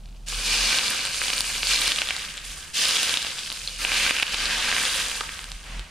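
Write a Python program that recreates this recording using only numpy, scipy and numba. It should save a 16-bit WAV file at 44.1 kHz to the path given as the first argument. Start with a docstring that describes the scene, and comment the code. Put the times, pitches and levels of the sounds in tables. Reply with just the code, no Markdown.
"""A bright sizzle surges in gushes, sputtering and spitting: hot oil poured over steamed fish and onion.
Water flashes to steam under the oil: thousands of tiny bubbles burst each second, some in quick runs,
and single drops spit loudly. The plate rings a little and the pan above it throws the sound back.
Behind it are a small kitchen, a low swelling hum and a soft rush as the pan is taken away.
The microphone is close, and its limiter ducks after the loudest spits."""
import sys
import numpy as np
from scipy import signal
from scipy.fft import rfft, irfft, next_fast_len
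from scipy.io import wavfile
from numba import njit

SR = 44100
rng = np.random.default_rng(int(sys.argv[2]) if len(sys.argv) > 2 else 0)


def int16_out(signal):
    """Quantize to a 16-bit WAV file."""
    q = np.round(np.clip(np.atleast_2d(signal).T, -1, 1) * 32767)
    wavfile.write(sys.argv[1], SR, q.astype(np.int16))


N = 260454
TIME = np.arange(N) / SR
POP_TIME = np.arange(-128, 896) / SR  # from just before a pop's peak to just after [s]


def boil(soak_db=-9.5, soak_s=.081, flash_db=1, flash_s=.04,
         thinning_s=.14, crackle_per_s=310, sag_octaves_per_s=.32):
    """Gushes swell, hold and fade. Gives strength, coarse bubbling and fizz in dB, bubble pitch and rate."""
    # gushes of oil: (start [s], rise [s], hold [s], level [dB], fade [dB/s], coarse bubbling [dB],
    # fine fizz [dB], bubble pitch [Hz], rate of 3 kHz bubbles [1/s])
    gushes = [(0.26, 0.037, 0.091, -33, 37, 4.5, 5.5, 4100, 2110),
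              (0.40, .14, 0.23, -24, 28, 1.5, 2, 4230, 1800),
              (1.05, 0.23, 0.21, -31.5, 23, 2.5, 8.5, 3700, 527),
              (1.616, 0.086, .13, -23.5, 40, 0.5, 2.5, 3700, 520),
              (1.985, 0.083, 0.093, -36, 30, -1.5, 0.5, 2460, 384),
              (2.429, 0.023, 0.065, -44, 43, 7, 11.5, 4210, 640),
              (2.73, 0.068, .10, -21.5, 46, -1, 1.5, 3898, 1900),
              (2.94, 0.087, .07, -28, 36, 1.5, 3, 3372, 725),
              (3.353, 0.036, 0.32, -40, 27, -1, 6, 4242, 405),
              (3.779, 0.036, 0.057, -32, 30, 9.5, 7, 2950, 1020),
              (3.858, .11, 0.11, -23, 42, -2, 0, 2937, 1540), (4.249, .21, 0.25, -27, 27, 3, 0, 3350, 1990),
              (4.66, 0.17, 0.14, -29.5, 33.5, 1, 6.5, 3446, 820)]
    # the oil simmers faintly in the pan all along
    simmer_db, simmer_coarse_db, simmer_hz, simmer_per_s = -63.5, -12, 3600, 25
    simmer = np.array([1, undb(2 * simmer_coarse_db), 1, simmer_hz, simmer_per_s])
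    total = undb(2 * simmer_db) * simmer[:, None]
    for start, rise, hold, db, fade, coarse_db, fizz_db, hz, per_s in gushes:
        age = np.maximum(TIME - start, 0)
        cooling = np.maximum(age - rise - hold, 0)
        swell = np.sin(np.pi / 2 * np.minimum(age / rise, 1))
        power = (swell * undb(db - fade * cooling)) ** 2
        # the first touch flashes into fizz; coarse bubbling builds as oil sinks into the sauce
        fizz = undb(fizz_db + flash_db * np.exp(-age / flash_s)) ** 2
        coarse = undb(coarse_db + soak_db * np.exp(-age / soak_s)) ** 2
        # as the oil cools, the boil drops in pitch and thins to a crackle
        pitch = hz * 2 ** (-sag_octaves_per_s * age)
        rate = crackle_per_s + (per_s - crackle_per_s) * np.exp(-cooling / thinning_s)
        total = total + np.array([power, power * coarse, power * fizz, power * pitch, power * rate])
    levels_db = 10 * np.log10(total[:3])
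    pitch, rate = total[3:] / total[0]  # the strongest gush dominates
    return (*levels_db, pitch, rate)


def sizzle(state, favour_db=8, usual_hz=3300, flutter_db=1.0):
    """Bubbles of all sizes burst: wet sauce makes coarse ones, fresh oil fine ones."""
    # tone of the sizzle: (frequency [Hz], relative level [dB])
    tone = [(100, -3), (160, -13.5), (220, -8.5), (330, -13.5), (500, -8), (850, -11.5), (1300, -8),
            (1950, -2), (2700, 1.5), (4700, -3.5), (7200, -7.5), (9400, -11), (11000, -15.5), (13500, -21),
            (15500, -34)]
    strength, coarse, fizz, pitch, rate = state
    rate = np.maximum(rate, 20)
    flutter = flutter_db * walk(45)
    out, power = 0, 0
    for hz in np.geomspace(150, 14500, num=18):
        low = np.clip(np.log2(2300 / hz) / .16, 0, 1)
        high = np.clip(np.log2(hz / 4300), 0, 1)
        db = strength + low * (coarse - strength) + high * (fizz - strength) + flutter
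        # each gush meets other food and favours another bubble size
        db = db + favour_db * (hump(hz, pitch, octaves=.63) - hump(hz, usual_hz, octaves=.65))
        per_s = rate * (hz / 3000) ** .3  # small bubbles are more numerous
        grains = bubbles(hz, per_s, cycles=1.33, scatter_db=.5, spread_s=.000024)
        out = out + np.sqrt(hz) * undb(db) * grains
        power = power + hz * undb(2 * spectrum_db(tone, hz))
    return colour(out, tone) / np.sqrt(power)


def bubbles(hz, rate, cycles, scatter_db, spread_s):
    """Bubbles of one size burst at random, each at its own place on the plate."""
    at = np.flatnonzero(rng.random(N) < rate / SR)
    gain = undb(scatter_db * np.minimum(rng.exponential(size=len(at)), 5))
    gain = gain * rng.choice([-1, 1], len(at)) / np.sqrt(rate[at])
    lag = np.rint(spread_s * SR * rng.standard_normal(len(at))).astype(int)  # between left and right
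    clicks = [np.bincount(np.clip(at + shift, 0, N - 1), gain, N) for shift in (lag // 2, lag // 2 - lag)]
    return unit(np.array([ring(channel, burst(hz, cycles)) for channel in clicks]))


def burst(hz, cycles):
    """A bursting bubble: a few pressure swings that swell at once and die away."""
    t = np.arange(2048) / SR
    age = t * hz / (.5 * cycles)
    phase = np.pi - 2 * np.arctan(np.pi * cycles)
    return age * np.exp(1 - age) * np.sin(2 * np.pi * hz * t + phase)


def spits(level_db=-1.15, splash_db=-18, splash_s=.0036, splash_hz=6000,
          thud_db=-23, crack_db=-17, crack_hz=8000):
    """A trapped drop explodes: a sharp crack, a round pop, a thud in the food and a brief splash."""
    # the loudest spitting drops: (time [s], relative level [dB], pitch [Hz], decay [cycles])
    drops = [(.058, -31.5, 3850, 0.53), (.089, -38, 4200, .6), (0.2844, -16, 4900, 0.83),
             (0.3268, -23.5, 1090, 0.33), (.6274, -11, 2800, .9), (.7022, -14, 3340, 0.78),
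             (.7284, -9.5, 2433, 0.83), (0.7445, -9.5, 2260, 0.44), (.7866, -4.5, 3815, 1.3),
             (0.7931, -6, 2940, 1), (.8812, -9, 4207, 1.1), (.9345, -13, 3200, 0.59),
             (.9925, -14.5, 2310, 0.89), (1.008, -16, 3360, 0.82), (1.0526, -11.5, 3798, 1.3),
             (1.1453, -12.5, 3606, 0.97), (1.2169, -8.5, 1920, 0.73), (1.2825, -7.5, 3290, 1.1),
             (1.3022, -5.5, 3000, 0.59), (1.3321, -9, 2810, 0.56), (1.3359, -6.5, 5247, 0.72),
             (1.3806, -8.5, 3850, 1.6), (1.4071, -2, 4550, 0.69), (1.4431, -13.5, 2880, .7),
             (1.4928, -22, 4415, .7), (1.5816, -13, 4520, 0.67), (1.6317, -4, 3060, 0.83),
             (1.6704, -8, 4347, 1.73), (1.7355, -4.5, 4408, 0.79), (1.7455, -6, 4186, 0.79),
             (1.7597, -5.5, 4064, 1.3), (1.7793, -11, 4000, 0.86), (1.8177, -5, 3640, 0.9),
             (1.8588, -11, 3162, 1.1), (1.8746, -16, 4600, 0.71), (1.8789, -6.5, 4370, 0.64),
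             (1.9197, -2.5, 3200, 1.18), (1.9454, -19, 3774, .7), (1.9608, -8, 3554, 1.6),
             (1.9852, -8.5, 2900, 1.6), (1.9884, -5.5, 3540, 1.4), (2.0185, -4.5, 2660, 1.1),
             (2.0273, -11, 3090, 1), (2.0727, -11, 3940, 0.65), (2.0885, -9, 3396, 1.2),
             (2.1074, -6, 2620, 0.85), (2.1654, -10, 3970, 0.57), (2.2326, -25, 3504, 0.81),
             (2.29, -24, 3190, .8), (2.3028, -24, 3395, 0.62), (2.3408, -23.5, 3380, 0.59),
             (2.7451, -26, 4520, 1.3), (2.8545, -5, 3798, 0.96), (2.8917, -3.5, 3640, 1),
             (2.9098, -4.5, 4506, 2.4), (2.958, -7, 3280, 1.3), (2.964, -7, 3530, 1.47),
             (2.9685, -5.5, 3400, 1.3), (2.983, -8, 3070, 1.8), (3.0318, -9, 3664, 0.52),
             (3.0944, -8.5, 3268, 0.59), (3.1407, -6, 3298, 1.7), (3.1725, -3.5, 3696, 1.7),
             (3.219, -14, 3798, 1.47), (3.2278, -9.5, 4120, 0.98), (3.2484, -9.5, 3100, 0.5),
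             (3.2685, -11.5, 3296, 0.63), (3.3205, -19.5, 3576, 0.79), (3.3851, -15, 3600, 0.82),
             (3.5019, -11, 3904, 0.87), (3.5183, -14, 3180, 0.75), (3.5262, -13.5, 4300, 0.9),
             (3.6757, -13, 4180, 5.5), (3.685, -20.5, 3283, 4), (3.6946, -23, 4214, 2.2),
             (3.8498, -3.5, 2642, 0.77), (3.9188, -7.5, 2196, 0.69), (4.052, -13, 2712, 1.04),
             (4.065, -6, 2512, 0.82), (4.077, -11, 2384, 0.96), (4.1094, -1.5, 2496, 0.55),
             (4.1661, -6.5, 2898, 1.34), (4.186, -9, 2711, 1.65), (4.1991, -6, 2498, 1.1),
             (4.2259, -5.5, 3252, 0.95), (4.2295, -1.5, 2591, 0.97), (4.2803, -12.5, 2993, 1),
             (4.3441, -4, 3406, 0.59), (4.4036, -10.5, 3292, 0.82), (4.4563, -6.5, 4125, 0.76),
             (4.7156, -6, 2700, 0.75), (4.7268, -6.5, 1920, 0.81), (4.7659, -5.5, 2716, 0.56),
             (4.7826, -8, 2180, 1.05), (4.8367, -9, 2350, 0.63), (4.8527, -5.5, 3686, 0.57),
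             (5.0017, -11, 2871, 0.79), (5.017, -15.5, 3462, 1.03), (5.0846, -18, 2903, 0.49),
             (5.116, -13.5, 2614, 0.59), (5.169, -31, 3843, 0.58), (5.2086, -8.5, 3022, 0.39),
             (5.211, -14.5, 1221, 0.51), (5.236, -23, 1289, 0.48), (5.2922, -15.5, 2388, 0.84),
             (5.392, -17, 3008, 0.73), (5.4422, -17.5, 3857, 0.59), (5.5181, -15.5, 3910, 0.67),
             (5.795, -17, 3270, 0.41)]
    out = np.zeros(N)
    dull = signal.butter(2, splash_hz, fs=SR, output="sos")
    spray = undb(splash_db) * (POP_TIME > 0) * np.exp(-np.abs(POP_TIME) / splash_s)
    crack = undb(crack_db) * pop(crack_hz, cycles=.36)
    for s, db, hz, cycles in drops:
        splash = signal.sosfilt(dull, spray * rng.standard_normal(len(spray)))
        thud = undb(thud_db) * pop(hz / 4, cycles=.3)
        add(out, s, undb(db + level_db) * (crack + pop(hz, cycles) + splash + thud))
    return out


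def sputter(state, above_db=6, scatter_db=2.5, ceiling_db=-17.5, low_hz=2900, high_hz=11000,
            gap_s=.0032, tilt_db_per_octave=-6, runs=340, pops_per_run=4):
    """One bursting bubble sets off its neighbours: short, uneven runs of crackles, each at its own spot."""
    strength, _, fizz, _, _ = state
    out = np.zeros((2, N))
    for when, loudness, place, *draws in rng.random((runs, 3 + 3 * pops_per_run)):
        at = int(when * (N - 1))
        db = (strength[at] + fizz[at]) / 2 + above_db - scatter_db * np.log(1 - loudness)
        balance = np.sqrt(2 * np.array([[.25 + place / 2], [.75 - place / 2]]))
        s = at / SR
        for wait, pitch, share in np.reshape(draws, (pops_per_run, 3)):
            s = s - gap_s * np.log(1 - wait)
            hz = low_hz * (high_hz / low_hz) ** pitch
            gain = undb(min(db, ceiling_db) + tilt_db_per_octave * np.log2(hz / low_hz)) * (.5 + share)
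            add(out, s, balance * gain * pop(hz, cycles=1.38))
    return out


def snaps(level_db=-1):
    """The smallest droplets flash to steam with a thin, high snap."""
    # tiny droplets: (time [s], relative level [dB], pitch [Hz], decay [cycles])
    droplets = [(.2859, -15, 7060, 4), (.8658, -16, 9990, 1.24), (0.9043, -7, 10400, 1.4),
                (1.0522, -14, 8900, 3), (1.063, -14, 8000, 3), (1.4068, -5.5, 9700, 1.6),
                (1.417, -9, 7540, 3), (1.582, -21.5, 9600, 1.2), (1.8095, -7, 9000, 1),
                (1.8155, -8, 9600, 0.95), (1.8746, -8, 9000, 1), (1.879, -13, 8000, 1.5),
                (1.9558, -18, 7500, 2), (1.9606, -12, 7500, 2), (2.0889, -21, 9494, .8),
                (2.1657, -15, 8000, 1.3), (2.3413, -25, 7500, 2), (2.3727, -21.5, 7500, 5.9),
                (2.7695, -29, 6907, 2.91), (2.8856, -6, 9900, 1.35), (2.9554, -9, 9600, 1.4),
                (3.0317, -10, 10480, 2.2), (3.052, -15.5, 10000, 2), (3.2278, -17, 8000, 2),
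                (3.393, -20, 7976, 1.93), (3.4723, -24, 8000, 2.2), (3.5263, -16, 10030, 1.2),
                (4.1999, -13, 10010, 1.2), (4.2267, -15, 9980, 0.76), (4.8295, -13, 9490, 1.19),
                (5.0844, -13, 7205, 2.63), (5.1154, -20, 9486, 1.03), (5.4138, -26, 9050, 1.2),
                (5.4426, -23, 8020, 2.1), (5.518, -25, 7900, 1.96), (5.795, -29, 8020, 1.9)]
    out = np.zeros(N)
    for s, db, hz, cycles in droplets:
        add(out, s, undb(db + level_db) * pop(hz, cycles))
    return out


def pop(hz, cycles, swell_cycles=.17):
    """A drop's pressure swings: they build within a cycle, peak near time 0 and die away."""
    turns = hz * POP_TIME
    envelope = np.exp(-np.logaddexp(-turns / swell_cycles, turns / cycles))
    return envelope / envelope.max() * np.cos(2 * np.pi * turns)


def dish(x, direct_db=-2, hollow_loss=.093, echo_s=.0038, echo_db=-15):
    """The plate rings a little; the pan above it forms a hollow and throws the sound back."""
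    # resonances of the plate and its food: (frequency [Hz], width [Hz], gain [dB])
    plate_modes = [(540, 91, -38), (912, 10, 4.5), (1184, 120, -2), (1586, 190, -1), (3390, 2920, -10),
                   (4800, 370, -12), (9200, 650, -3)]
    # resonances of the hollow under the pan: (frequency [Hz], width [Hz], gain [dB])
    hollow_modes = [(2403, 166, -0.5), (2834, 57, -1), (4040, 160, -14), (4380, 270, -5)]
    # bands that the pan's reflection cancels: (frequency [Hz], width [Hz], cancelling gain [dB])
    hollow_dips = [(1760, 290, -11.5), (3180, 210, -12.5), (5600, 330, -26)]
    # how closely the pan covers the boil and how its tilt retunes the hollow:
    # (time [s], cover [dB], tuning [ratio])
    pan_moves = [(0.3, 0, 1.03), (.6, 2.5, 1.006), (.8, -5, 0.97), (1.2, 1.5, 1.04), (1.8, -0.5, 0.98),
                 (2.3, -22, 0.95), (2.8, -14, 1.22), (3.5, -14, 1.053), (3.82, 1.5, 1.017),
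                 (4.05, -7, 1.006), (4.35, -1, 1.07), (4.8, -23, 1.023), (5.2, -29.5, 0.76)]
    cover_db, tuning = curves(pan_moves)
    cover = undb(cover_db)
    plate = undb(direct_db) * x + resonate(x, plate_modes)
    hollow = resonate(x, hollow_modes, tuning) - resonate(x, hollow_dips, tuning)
    dulled = signal.sosfilt(signal.butter(1, 2500, fs=SR, output="sos"), x)
    echo = np.pad(dulled, ((0, 0), (int(echo_s * SR), 0)))[:, :N]
    return (plate + cover * hollow) / (1 + hollow_loss * cover) + undb(echo_db) * echo


def room(x, early_db=-13, early_t60=.088, late_db=-13, late_t60=.71, spots=3):
    """Quick dull reflections off the table, then the kitchen's short tail, different left and right."""
    # reflections favour the low middle and the treble: (frequency [Hz], gain [dB])
    tone = [(200, -1), (700, 5), (1300, 6), (2500, -2), (4500, 4), (8000, 9), (14000, 0)]
    dull = signal.butter(1, [500, 1800], "band", fs=SR, output="sos")
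    # the boil hops between spots on the plate, each with its own reflections
    shares = np.array([walk(70) for _ in range(spots)])
    shares = shares / np.linalg.norm(shares, axis=0)
    out = np.zeros((2, N))
    for channel in range(2):
        for share in shares:
            early = undb(early_db) * signal.sosfilt(dull, tail(early_t60))
            late = undb(late_db) * tail(late_t60)
            out[channel] += ring(x[channel] * share, early + late)
    return colour(out, tone)


def tail(t60):
    """A scatter of reflections that falls 60 dB per t60 seconds; energy 1."""
    t = np.arange(SR // 3) / SR
    response = rng.standard_normal(len(t)) * undb(-60 * t / t60) * (t > .0005)
    return response / np.linalg.norm(response)


def rush():
    """A soft midrange rush as the pan is taken away."""
    # swell of the rush: (time [s], level [dB])
    swell = [(5.6, -64), (5.66, -44), (5.72, -41), (5.77, -41), (5.82, -45), (5.88, -50)]
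    # tone of the rush: (frequency [Hz], relative level [dB])
    tone = [(100, -6), (500, -3.5), (1500, 0), (2700, 3), (4000, -4), (10000, -16), (14000, -42)]
    db, = curves(swell)
    gate = TIME > swell[0][0]
    return gate * undb(db) * stereo_noise(tone, side_db=-8)


def hum(hz=39.8, wander_hz=1.54, rumble_db=-16, waver_db=2.5):
    """A very low hum swells and wavers, and a soft rumble swells with it."""
    # swells of the hum: (time [s], level [dB])
    swells = [(0.0, -40), (.2, -40), (0.4, -33.5), (.65, -38), (0.79, -53), (1.1, -50.5), (1.73, -38),
              (2.28, -56), (2.5, -39), (2.68, -69), (2.81, -64), (2.94, -71), (3.45, -57.5), (3.79, -39.5),
              (4.3, -51), (4.47, -40), (4.88, -52), (5.32, -47), (5.39, -67), (5.44, -41.5), (5.56, -35.5),
              (5.63, -52), (5.7, -38), (5.8, -35), (5.86, -56)]
    # tone of the rumble: (frequency [Hz], relative level [dB])
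    tone = [(20, -33), (60, -6), (140, -3.5), (250, -14.5), (600, -50), (3000, -90)]
    db = curves(swells)[0] + waver_db * walk(16)
    phase = 2 * np.pi * np.cumsum(hz + wander_hz * walk(22)) / SR
    rumble = unit(colour(rng.standard_normal(N), tone))
    return undb(db) * (np.sqrt(2) * np.sin(phase) + undb(rumble_db) * rumble)


def kitchen(level_db=-50):
    """Steady rumble of the kitchen, nearly alike left and right."""
    # room tone: (frequency [Hz], relative level [dB])
    tone = [(20, -0.5), (30, -17), (55, 4.5), (100, -8), (160, -4.5), (250, -14.5), (440, -20.5),
            (660, -18.5), (1000, -23.5), (2000, -30), (3500, -26.5), (9000, -32), (14000, -43)]
    return undb(level_db) * stereo_noise(tone, side_db=-10)


def limiter(x, threshold_db=-7.5, slope=.86, recovery_db_per_s=40, attack_s=.0027):
    """A loud spit slips through and pushes the gain down; it then creeps back."""
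    peak_db = 20 * np.log10(np.abs(x).max(axis=0) + 1e-9)
    over = slope * np.maximum(peak_db - threshold_db, 0)
    recovery = recovery_db_per_s * TIME
    cut_db = np.maximum.accumulate(over + recovery) - recovery
    pole = np.exp(-1 / (attack_s * SR))
    return x * undb(-signal.lfilter([1 - pole], [1, -pole], cut_db))


def undb(db):
    """Decibels to gain."""
    return np.exp(np.asarray(db) * (np.log(10) / 20))


def unit(x):
    """Scale to rms 1."""
    return x / np.sqrt(np.mean(x ** 2))


def curves(table):
    """Each column of a table, joined by straight lines in time."""
    s, *columns = np.transpose(table)
    return [np.interp(TIME, s, column) for column in columns]


def walk(rate):
    """Smooth random wander with a spread near 1."""
    steps = rng.standard_normal(int(N / SR * rate) + 2)
    return np.interp(TIME * rate, np.arange(len(steps)), steps)


def hump(hz, centre_hz, octaves):
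    """Bell curve on a pitch axis, 1 at the centre."""
    return np.exp(-.5 * (np.log2(hz / centre_hz) / octaves) ** 2)


def spectrum_db(points, hz):
    """Read (frequency [Hz], level [dB]) points on a log-frequency axis."""
    point_hz, db = np.transpose(points)
    return np.interp(np.log(hz + 1), np.log(point_hz), db)


def colour(x, points):
    """Equalise along a smooth (frequency [Hz], gain [dB]) curve."""
    size = next_fast_len(N + 2048, real=True)
    gain = undb(spectrum_db(points, np.fft.rfftfreq(size, 1 / SR)))
    return irfft(rfft(x, size) * gain, size)[..., :N]


def stereo_noise(tone, side_db):
    """Coloured noise whose side level sets its width."""
    mid, side = unit(colour(rng.standard_normal((2, N)), tone))
    return mid + undb(side_db) * side * np.array([[1], [-1]])


def ring(x, response):
    """Play x through an impulse response."""
    return signal.oaconvolve(x, response)[:N]


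def resonate(x, modes, tuning=1):
    """What a set of resonances adds to x; tuning shifts them all."""
    shift = tuning * np.ones(N)
    return sum(undb(db) * np.array([bandpass(channel, hz * shift, float(width)) for channel in x])
               for hz, width, db in modes)


@njit
def bandpass(x, hz, width):
    """One resonance whose centre may move; gain 1 at the centre."""
    out, band_state, low_state = np.empty(len(x)), 0., 0.
    for i in range(len(x)):
        step, damping = np.tan(np.pi * hz[i] / SR), width / hz[i]
        band = (band_state + step * (x[i] + 1e-18 - low_state)) / (1 + step * (step + damping))
        band_state = 2 * band - band_state
        low_state += 2 * step * band
        out[i] = damping * band
    return out


def add(track, s, sound):
    """Mix a pop into the track, its peak at s seconds."""
    i = int((s + POP_TIME[0]) * SR)
    if 0 <= i < N - len(POP_TIME):
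        track[..., i:i + len(POP_TIME)] += sound


def scene():
    """Sizzle, sputter and spits on the plate, in the kitchen."""
    state = boil()
    oil = dish(sizzle(state) + sputter(state) + spits() + snaps())
    return oil + room(oil) + rush() + hum() + kitchen()


def record(dry, top_hz=15500):
    """Each microphone port has its own colour; a limiter ducks after loud spits; the top is cut."""
    # balance of the two ports: (frequency [Hz], left minus right [dB])
    balance = [(400, -0.5), (700, 0.5), (1300, -2), (2400, -0.5), (3500, -1), (4800, 2.5), (6500, -3.5),
               (8000, 2), (9400, -4), (12000, 0)]
    left = colour(dry[0], [(hz, db / 2) for hz, db in balance])
    right = colour(dry[1], [(hz, -db / 2) for hz, db in balance])
    limited = np.clip(limiter(np.array([left, right])), -1, 1)
    return signal.sosfilt(signal.ellip(8, .2, 70, top_hz, fs=SR, output="sos"), limited)


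dry = scene()
out = record(dry)
int16_out(out)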